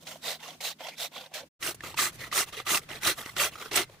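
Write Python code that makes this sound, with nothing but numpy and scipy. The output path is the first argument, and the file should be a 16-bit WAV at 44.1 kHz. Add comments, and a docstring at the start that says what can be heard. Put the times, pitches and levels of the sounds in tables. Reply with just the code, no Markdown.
"""Outdoors, close to a steel grater: a peeled raw mango is rubbed to and fro nearly three times a second.
Each push tears fibres and bursts cells in a bright wet rasp that rings the sheet; each pull back is a
softer, lumpy scrape, and now and then a tooth catches. The stereo microphone is first beside the grater,
with a faint far-off hum behind it, then, after a short silence, down at the leaf that collects the
shreds. A low rumble of open air lies under both positions."""
import sys
import numpy as np
from scipy import signal
from scipy.fft import rfft, irfft, next_fast_len
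from scipy.io import wavfile
from scipy.ndimage import map_coordinates

SR = 44100
rng = np.random.default_rng(int(sys.argv[2]) if len(sys.argv) > 2 else 0)


def log_audio(samples):
    """Write samples as a 16-bit WAV file to the path given in sys.argv[1]."""
    # one column per channel
    frames = np.atleast_2d(samples).T
    # limit to full scale, then quantise
    limited = np.clip(frames, -1, 1)
    pcm = np.round(limited * 32767).astype(np.int16)
    wavfile.write(sys.argv[1], SR, pcm)


N = 176400
T = np.arange(N) / SR

# Strokes: start_s, hardest_s, end_s, level_db, bass_db, treble_db, ring_hz, ring_db
# (here and in the catches, bass_db, treble_db and ring_db are relative to level_db)
PUSH_STROKES = [(.205, .285, .39, -34, 7.5, 2, 3880, -10), (.602, .664, 0.75, -34.5, 4.5, 2.5, 3930, -4.5),
                (.955, 1.032, 1.094, -35.5, 6, 3, 3720, -4), (1.326, 1.362, 1.445, -37, -3, -4, 3400, -12),
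                (1.594, 1.675, 1.747, -31.5, 4.5, 1, 1275, -13.5),
                (1.955, 2.015, 2.123, -26, -1, 2, 1210, -13.5),
                (2.305, 2.384, 2.462, -24.5, -3.5, 1.5, 1145, -15),
                (2.642, 2.735, 2.815, -25, -2, 1.5, 1217, -11.5),
                (2.998, 3.078, 3.158, -24.5, -5, -2.5, 1470, -15),
                (3.348, 3.422, 3.51, -23, -3.5, -1, 590, -19),
                (3.7, 3.778, 3.862, -24.5, 0, -4, 389, -15.5)]  # over the teeth; the ring is a hollow resonance
PULL_STROKES = [(.0, .03, 0.051, -58, 8, 9.5, 3020, -7), (.045, .09, .2, -45.5, -1.5, 6, 3500, -21),
                (.385, .458, .572, -42.5, -6, -1, 1080, -13), (.78, .845, .93, -43, -9, -1.5, 2300, -21),
                (.895, .93, 0.97, -50.5, 2, -1, 2300, 2.5), (1.108, 1.162, 1.305, -43.5, 1, -1.5, 3450, -2),
                (1.275, 1.385, 1.47, -56.5, 14.5, -1.5, 720, -5),
                (1.735, 1.765, 1.75, -57, 24, -1, 1300, -12), (1.812, 1.87, 1.952, -38.5, 2, -3, 1220, -9),
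                (2.115, 2.15, 2.18, -49.5, 8.5, 2.5, 1880, -12),
                (2.17, 2.235, 2.3, -41, 2.5, -4, 2000, -0.5), (2.455, 2.485, 2.52, -44, 0, -2.5, 2680, -11),
                (2.505, 2.578, 2.645, -39, -5, -6, 3970, -12), (2.8, 2.825, 2.87, -55.5, 6, 0, 1400, -19),
                (2.878, 2.935, 3.005, -38.5, 6, -5.5, 1950, -9),
                (3.15, 3.198, 3.25, -39.5, 3, 1, 1270, -16), (3.215, 3.28, 3.365, -45, -7, -1.5, 1970, -23),
                (3.505, 3.532, 3.57, -46, 9, -2, 2800, -3.5), (3.54, 3.625, 3.72, -42, 2, -3, 1310, -4.5),
                (3.87, 3.92, 4.0, -61, 12, -2, 800, -9)]  # back along the teeth; the ring is a squelch
# A tooth catches and lets go: start_s, level_db, bass_db, treble_db, decay_s, ring_hz, ring_db
TOOTH_CATCHES = [(.068, -32.5, -5, -8, 0.012, 3500, -13), (.157, -49.5, 22, -12, 0.0037, 660, 10.5),
                 (.459, -43, -2, -12, 0.0058, 1120, 4), (.604, -34, 8.5, 1.5, 0.015, 2210, 2),
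                 (.805, -37.5, 20, -17, 0.0077, 610, 0), (.884, -31, 8, -9, 0.0095, 697, -0.5),
                 (.979, -39, -3, 0, .005, 2400, -13), (1.163, -32.5, 3, -12, .008, 1110, -2),
                 (1.337, -33, -6, 1.5, 0.012, 2020, -17), (1.625, -24.5, -25, -7, 0.01, 1900, -7.5),
                 (1.744, -42.5, 9, 7, 0.0056, 4500, -14), (1.806, -34.5, 2, -21, 0.0032, 1770, -1),
                 (1.836, -34, 11, -8, 0.0061, 1245, 2.5), (1.942, -33, 6, -16, 0.0045, 920, -0.5),
                 (1.974, -23, -18, -25, 0.013, 2570, -1), (1.989, -19.5, -10, -21, 0.007, 1198, 1.5),
                 (2.314, -31, -6, -19, 0.014, 1950, 1), (2.326, -24, -15, -15, 0.0085, 1201, 2),
                 (2.525, -34, 4.5, -8.5, 0.012, 3700, -3), (2.6, -26.5, 1, -21, 0.0031, 1210, -5),
                 (2.664, -23.5, -3.5, -22, 0.024, 1180, 2), (2.773, -17.5, -18, -1, 0.0021, 2650, -13),
                 (2.889, -34, -7, -14, 0.0034, 2700, -9), (3.03, -37, -10, -17, 0.0036, 2020, 4),
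                 (3.065, -17, 2.5, -1, 0.018, 2100, -11), (3.26, -26.5, 9, -11, 0.0023, 2000, -11),
                 (3.365, -22, 2.5, -12, 0.0037, 1418, -10), (3.555, -38, 7, -9, 0.0035, 1250, 2.5),
                 (3.711, -28.5, 6, -11, 0.017, 1820, -5), (3.756, -17, -5.5, 2.5, 0.011, 7860, 2.5),
                 (3.772, -15, -4, -19, 0.0089, 1360, -6), (3.897, -44.5, 12, -16, 0.0025, 550, 0.5)]
# Rings of the steel sheet, damped by the fruit: pitch_hz, width_hz, gain_db
SHEET_MODES = [(382, 106, 1.5), (1153, 69, -5.5), (1356, 39, -10), (1920, 36, -11), (2008, 36, -1.5),
               (2085, 22, -4), (2744, 39, -1.5), (3280, 41, -3), (4200, 390, -9), (5660, 98, -4.5),
               (6505, 80, -15), (7800, 70, -18), (8100, 43, -27.5), (8550, 120, -9)]
# Colour of the rasp at each microphone position: frequency_hz, gain_db
PUSH_COLOUR_BESIDE = [(250, -24.5), (390, -25), (490, -9), (650, -4.5), (850, -6), (1200, -12.5),
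                      (1650, -6.5), (2000, -4), (2700, -4), (3900, -3), (5500, -6.5), (7000, -6.5),
                      (9000, -11.5), (15500, -12)]
PULL_COLOUR_BESIDE = [(250, -2), (400, -15.5), (500, 0), (720, 1.5), (1080, -3), (1250, -13), (1430, -2),
                      (1650, -7), (2200, -4), (3400, -0.5), (5000, -9), (6200, -7.5), (8900, -13),
                      (15500, -15)]
PUSH_COLOUR_LEAF = [(110, -6), (230, -8), (340, -3), (490, -14), (600, -6.5), (800, -7), (1000, -8.5),
                    (1300, -3.5), (1650, -3.5), (2100, -1), (3600, -3), (4800, -5), (8700, -4), (15500, -9)]
PULL_COLOUR_LEAF = [(200, -3.5), (370, -5), (920, -4.5), (1250, -2), (1600, -3.5), (2000, -0.5), (2300, -3),
                    (3700, -2.5), (4800, -7), (8500, -6.5), (15500, -10)]
# Colour of the open air at each position: frequency_hz, gain_db
AIR_COLOUR_BESIDE = [(30, -26), (55, -21), (80, -0.5), (110, -11.5), (250, 2), (500, -13.5), (1500, -18),
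                     (5000, -20), (15000, -28)]
AIR_COLOUR_LEAF = [(30, -9), (70, -4.5), (130, 2.5), (250, -10.5), (600, -18.5), (2000, -19.5), (6000, -28),
                   (15000, -36.5)]
# Stereo width of the rasp and of the air: frequency_hz, side_minus_mid_db
RASP_WIDTH = [(200, -15.5), (600, -23.5), (1300, -9.5), (2400, -4), (4400, -4), (8000, -1.5), (15000, -1)]
OPEN_AIR_WIDTH = [(30, 1.5), (70, -16), (140, -19), (600, -2.5), (4000, 1.5)]
# Balance of the grating at each position: frequency_hz, left_minus_right_db
BALANCE_BESIDE = [(200, -5.5), (1300, 0), (2400, -0.5), (4400, -5.5), (8000, -3), (15000, -1.5)]
BALANCE_LEAF = [(300, 1.2), (1300, -1), (2400, -3.5), (4400, -0.6), (8000, -3), (15000, -2.8)]

# Texture of a stroke; each arch is a power of the hand's speed, so higher gives a narrower swell.
PUSH_TEXTURE = dict(lump_db=1.04, lumps_per_s=140, pops_per_s=1600, pop_db=-8, ring_q=7.1,
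                    arch=1.99, treble_arch=2.17, ring_arch=1.64)
PULL_TEXTURE = dict(lump_db=2.4, lumps_per_s=94, pops_per_s=900, pop_db=-9, ring_q=6.3,
                    arch=1.25, treble_arch=1.37, ring_arch=3.3)
BESIDE_ENDS_S, LEAF_STARTS_S, FADE_S = 1.482, 1.592, 0.013


def undb(db):
    """Decibels to gain."""
    return 10 ** (np.asarray(db) / 20)


def curve(points, hz):
    """Gain of (frequency_hz, gain_db) points on a log-frequency axis."""
    points_hz, points_db = np.array(points, float).T
    return undb(np.interp(np.log(hz + 1), np.log(points_hz), points_db))


def shape(x, gain):
    """Minimum-phase filter whose gain is a function of frequency."""
    size = next_fast_len(N + 8192, real=True)
    hz = np.arange(size // 2 + 1) * SR / size
    cepstrum = irfft(np.log(gain(hz) + 1e-7), size)
    cepstrum[1:size // 2] *= 2
    cepstrum[size // 2 + 1:] = 0
    return irfft(rfft(x, size) * np.exp(rfft(cepstrum)), size)[..., :N]


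def unit(x):
    """Scale to rms 1."""
    return x / np.sqrt(np.mean(x ** 2))


def wander(per_s):
    """Smooth random drift with rms 1."""
    knots = rng.standard_normal(4096)
    return unit(np.interp(T * per_s, np.arange(len(knots)), knots))


def open_air(colour, level_db):
    """Low outdoor rumble with a faint hiss, its level unsteady; left and right."""
    noise = unit(shape(rng.standard_normal((2, N)), lambda f: curve(colour, f)))
    mid, side = noise * undb(level_db + 2.6 * wander(per_s=9.18))
    return mid + shape(side, lambda f: curve(OPEN_AIR_WIDTH, f)) * np.array([[1], [-1]])


def distant_hum(pitch_hz=157, start_db=-64.5, fade_db_per_s=5):
    """A faint far-off hum that wavers and fades."""
    phase = 2 * np.pi * np.cumsum(pitch_hz * (1 + 0.0074 * wander(per_s=34))) / SR
    return undb(start_db - fade_db_per_s * T + 1.2 * wander(per_s=10.4)) * unit(np.sin(phase))


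def rubbing_resonance(hz, width_hz, samples, side_gain=0.27):
    """Rubbing noise held in one resonance; mid and side."""
    pole = np.exp((2j * np.pi * hz - np.pi * width_hz * np.sqrt(2)) / SR)
    noise = rng.standard_normal((2, 16384))
    ring = unit(signal.lfilter([1], np.poly([pole, pole]), noise).imag)
    return ring[:, -samples:] * np.array([[1], [side_gain]])


def bursting_cells(per_s, low_hz=421.7, high_hz=6610, decay_cycles=3.8, spread_db=4.5, tilt=0.52):
    """Cells pop in wet ticks: damped sines, each of its own pitch, size and direction; mid and side."""
    out, t = np.zeros((2, N + 2048)), T[:2048]
    draws = rng.random((8000, 5))
    for when, pitch, size, mid_phase, side_phase in draws[:int(per_s * N / SR)]:
        hz = low_hz * (high_hz / low_hz) ** pitch
        gain = hz ** tilt * undb(spread_db * min(-np.log(1 - size), np.pi))
        age = t * hz / decay_cycles
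        tone = np.sin(2 * np.pi * (hz * t + np.array([[mid_phase], [side_phase]])))
        onset = int(when * N)
        out[:, onset:onset + len(t)] += gain * np.sqrt(age) * np.exp(-age) * tone
    return unit(out[:, :N])


def tearing_fibres(per_s=5000, decay_s=0.0017, spread_db=2.5):
    """Envelope of tiny fibre snaps, dense enough to merge into a fizz."""
    snaps = (rng.random(N) < per_s / SR) * undb(spread_db * rng.standard_normal(N)) ** 2
    energy = signal.lfilter([1], [1, -np.exp(-2 / (decay_s * SR))], snaps)
    return unit(np.sqrt(energy + 1e-12))


def crunch(envelopes, bass_hz=885, treble_hz=4810):
    """Noisy force on the sheet, following envelopes of bass, body and treble; mid and side."""
    bass = lambda f: 1 / (1 + (f / bass_hz) ** 6)
    treble = lambda f: 1 - 1 / (1 + (f / treble_hz) ** 6)
    body = lambda f: (1 - bass(f)) * (1 - treble(f))
    return sum(shape(envelope * rng.standard_normal((2, N)), lambda f: np.sqrt(band(f)))
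               for envelope, band in zip(envelopes, (bass, body, treble)))


def sliding_fruit(force, ripple_hz=174.5, depth_db=4, changes_per_s=14):
    """The sliding fruit damps the sheet unevenly, so small peaks and dips in its colour keep moving."""
    f, t, spectrum = signal.stft(force, SR, nperseg=512)
    ripples = rng.standard_normal((400, 200))
    where = np.meshgrid(f / ripple_hz, t * changes_per_s, indexing="ij")
    gain = unit(undb(depth_db * map_coordinates(ripples, where, order=1, mode="mirror")))
    return signal.istft(spectrum * gain, SR, nperseg=512)[1][..., :N]


def strokes(rows, lump_db, lumps_per_s, pops_per_s, pop_db, ring_q, arch, treble_arch, ring_arch,
            fizz_db=-2):
    """The hand speeds up and slows; the rasp is brightest at full speed. Gives force and resonance."""
    envelopes, rings = np.zeros((3, N)), np.zeros((2, N))
    for start, hardest, end, level_db, bass_db, treble_db, ring_hz, ring_db in rows:
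        speed = np.sin(np.pi / 2 * np.interp(T, [start, hardest, end], [0, 1, 0]))
        body, moving = speed ** arch, speed > 0
        treble = undb(treble_db) * speed ** treble_arch
        envelopes += undb(level_db) * np.array([undb(bass_db) * body, body, treble])
        ring = rubbing_resonance(ring_hz, ring_hz / ring_q, moving.sum())
        rings[:, moving] += undb(level_db + ring_db) * speed[moving] ** ring_arch * ring
    lumps_db = lump_db * wander(lumps_per_s)
    grip = np.array([unit(undb(lumps_db * share)) for share in (1, 1, .5)])  # treble is half as lumpy
    pops = undb(pop_db) * envelopes[1] * grip[1] * bursting_cells(pops_per_s)
    fizz = undb(fizz_db) * sliding_fruit(crunch(envelopes * grip * tearing_fibres()))
    return fizz + pops, rings * grip[1]


def steel_sheet(force, colour, modes_db):
    """The force rings the grater's sheet; the treble spreads wider than the bass. 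Mid and side."""
    def response(f):
        modes = sum(undb(db + modes_db) / (1 + 2j * (f - hz) / width) for hz, width, db in SHEET_MODES)
        low_cut = f ** 2 / (f ** 2 + (colour[0][0] / 2) ** 2)
        return unit(curve(colour, f) * np.abs(1 + modes) * low_cut)
    mid, side = shape(force, response)
    return np.array([mid, shape(side, lambda f: curve(RASP_WIDTH, f))])


def tooth_catches(rows, rise_share=0.25, tick_decay_s=0.0031):
    """A tooth lets go: a quick crunch, its treble a little late, and a tick. Gives force and ticks."""
    envelopes, ticks = np.zeros((3, N)), np.zeros((2, N))
    for start, level_db, bass_db, treble_db, decay_s, ring_hz, ring_db in rows:
        age = np.maximum(T - start, 0)
        rise = 1 - np.exp(-age / (rise_share * decay_s))
        band_gains = undb(level_db + np.array([[bass_db], [0], [treble_db]]))
        envelopes += band_gains * np.array([rise, rise, rise ** 2]) * np.exp(-age / decay_s)
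        tone = np.sin(2 * np.pi * ring_hz * age)
        ticks[0] += undb(level_db + ring_db) * 2 * rise * np.exp(-age / tick_decay_s) * tone
    return crunch(envelopes), ticks


def grating(start_s, end_s, push_colour, pull_colour, balance, modes_db):
    """Strokes and catches that begin between two times, from one microphone position; left and right."""
    during = lambda rows: [row for row in rows if start_s <= row[0] < end_s]
    push, hollow = strokes(during(PUSH_STROKES), **PUSH_TEXTURE)
    pull, squelch = strokes(during(PULL_STROKES), **PULL_TEXTURE)
    snaps, ticks = tooth_catches(during(TOOTH_CATCHES))
    rasp = steel_sheet(push + snaps, push_colour, modes_db)
    scrape = steel_sheet(pull, pull_colour, modes_db - 3)  # the sheet rings less on the way back
    mid, side = rasp + scrape + hollow + squelch + ticks
    left = shape(mid + side, lambda f: curve(balance, f) ** .5)
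    right = shape(mid - side, lambda f: curve(balance, f) ** -.5)
    return np.array([left, right])


def scene():
    """Microphone beside the grater, a short silence, then microphone down at the leaf."""
    beside = grating(0, BESIDE_ENDS_S, PUSH_COLOUR_BESIDE, PULL_COLOUR_BESIDE, BALANCE_BESIDE,
                     modes_db=-2)
    beside += open_air(AIR_COLOUR_BESIDE, level_db=-63.5) + distant_hum()
    leaf = grating(BESIDE_ENDS_S, N / SR, PUSH_COLOUR_LEAF, PULL_COLOUR_LEAF, BALANCE_LEAF, modes_db=1)
    leaf += open_air(AIR_COLOUR_LEAF, level_db=-56.5)
    fade_out = np.clip((BESIDE_ENDS_S - T) / FADE_S + .5, 0, 1)
    fade_in = np.clip((T - LEAF_STARTS_S) / FADE_S, 0, 1)
    return beside * fade_out + leaf * fade_in


def record(dry):
    """The recorder cuts the top steeply above 15550 Hz."""
    return signal.sosfilt(signal.ellip(14, .2, 75, 15550, fs=SR, output="sos"), dry)


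dry = scene()
out = record(dry)
log_audio(out)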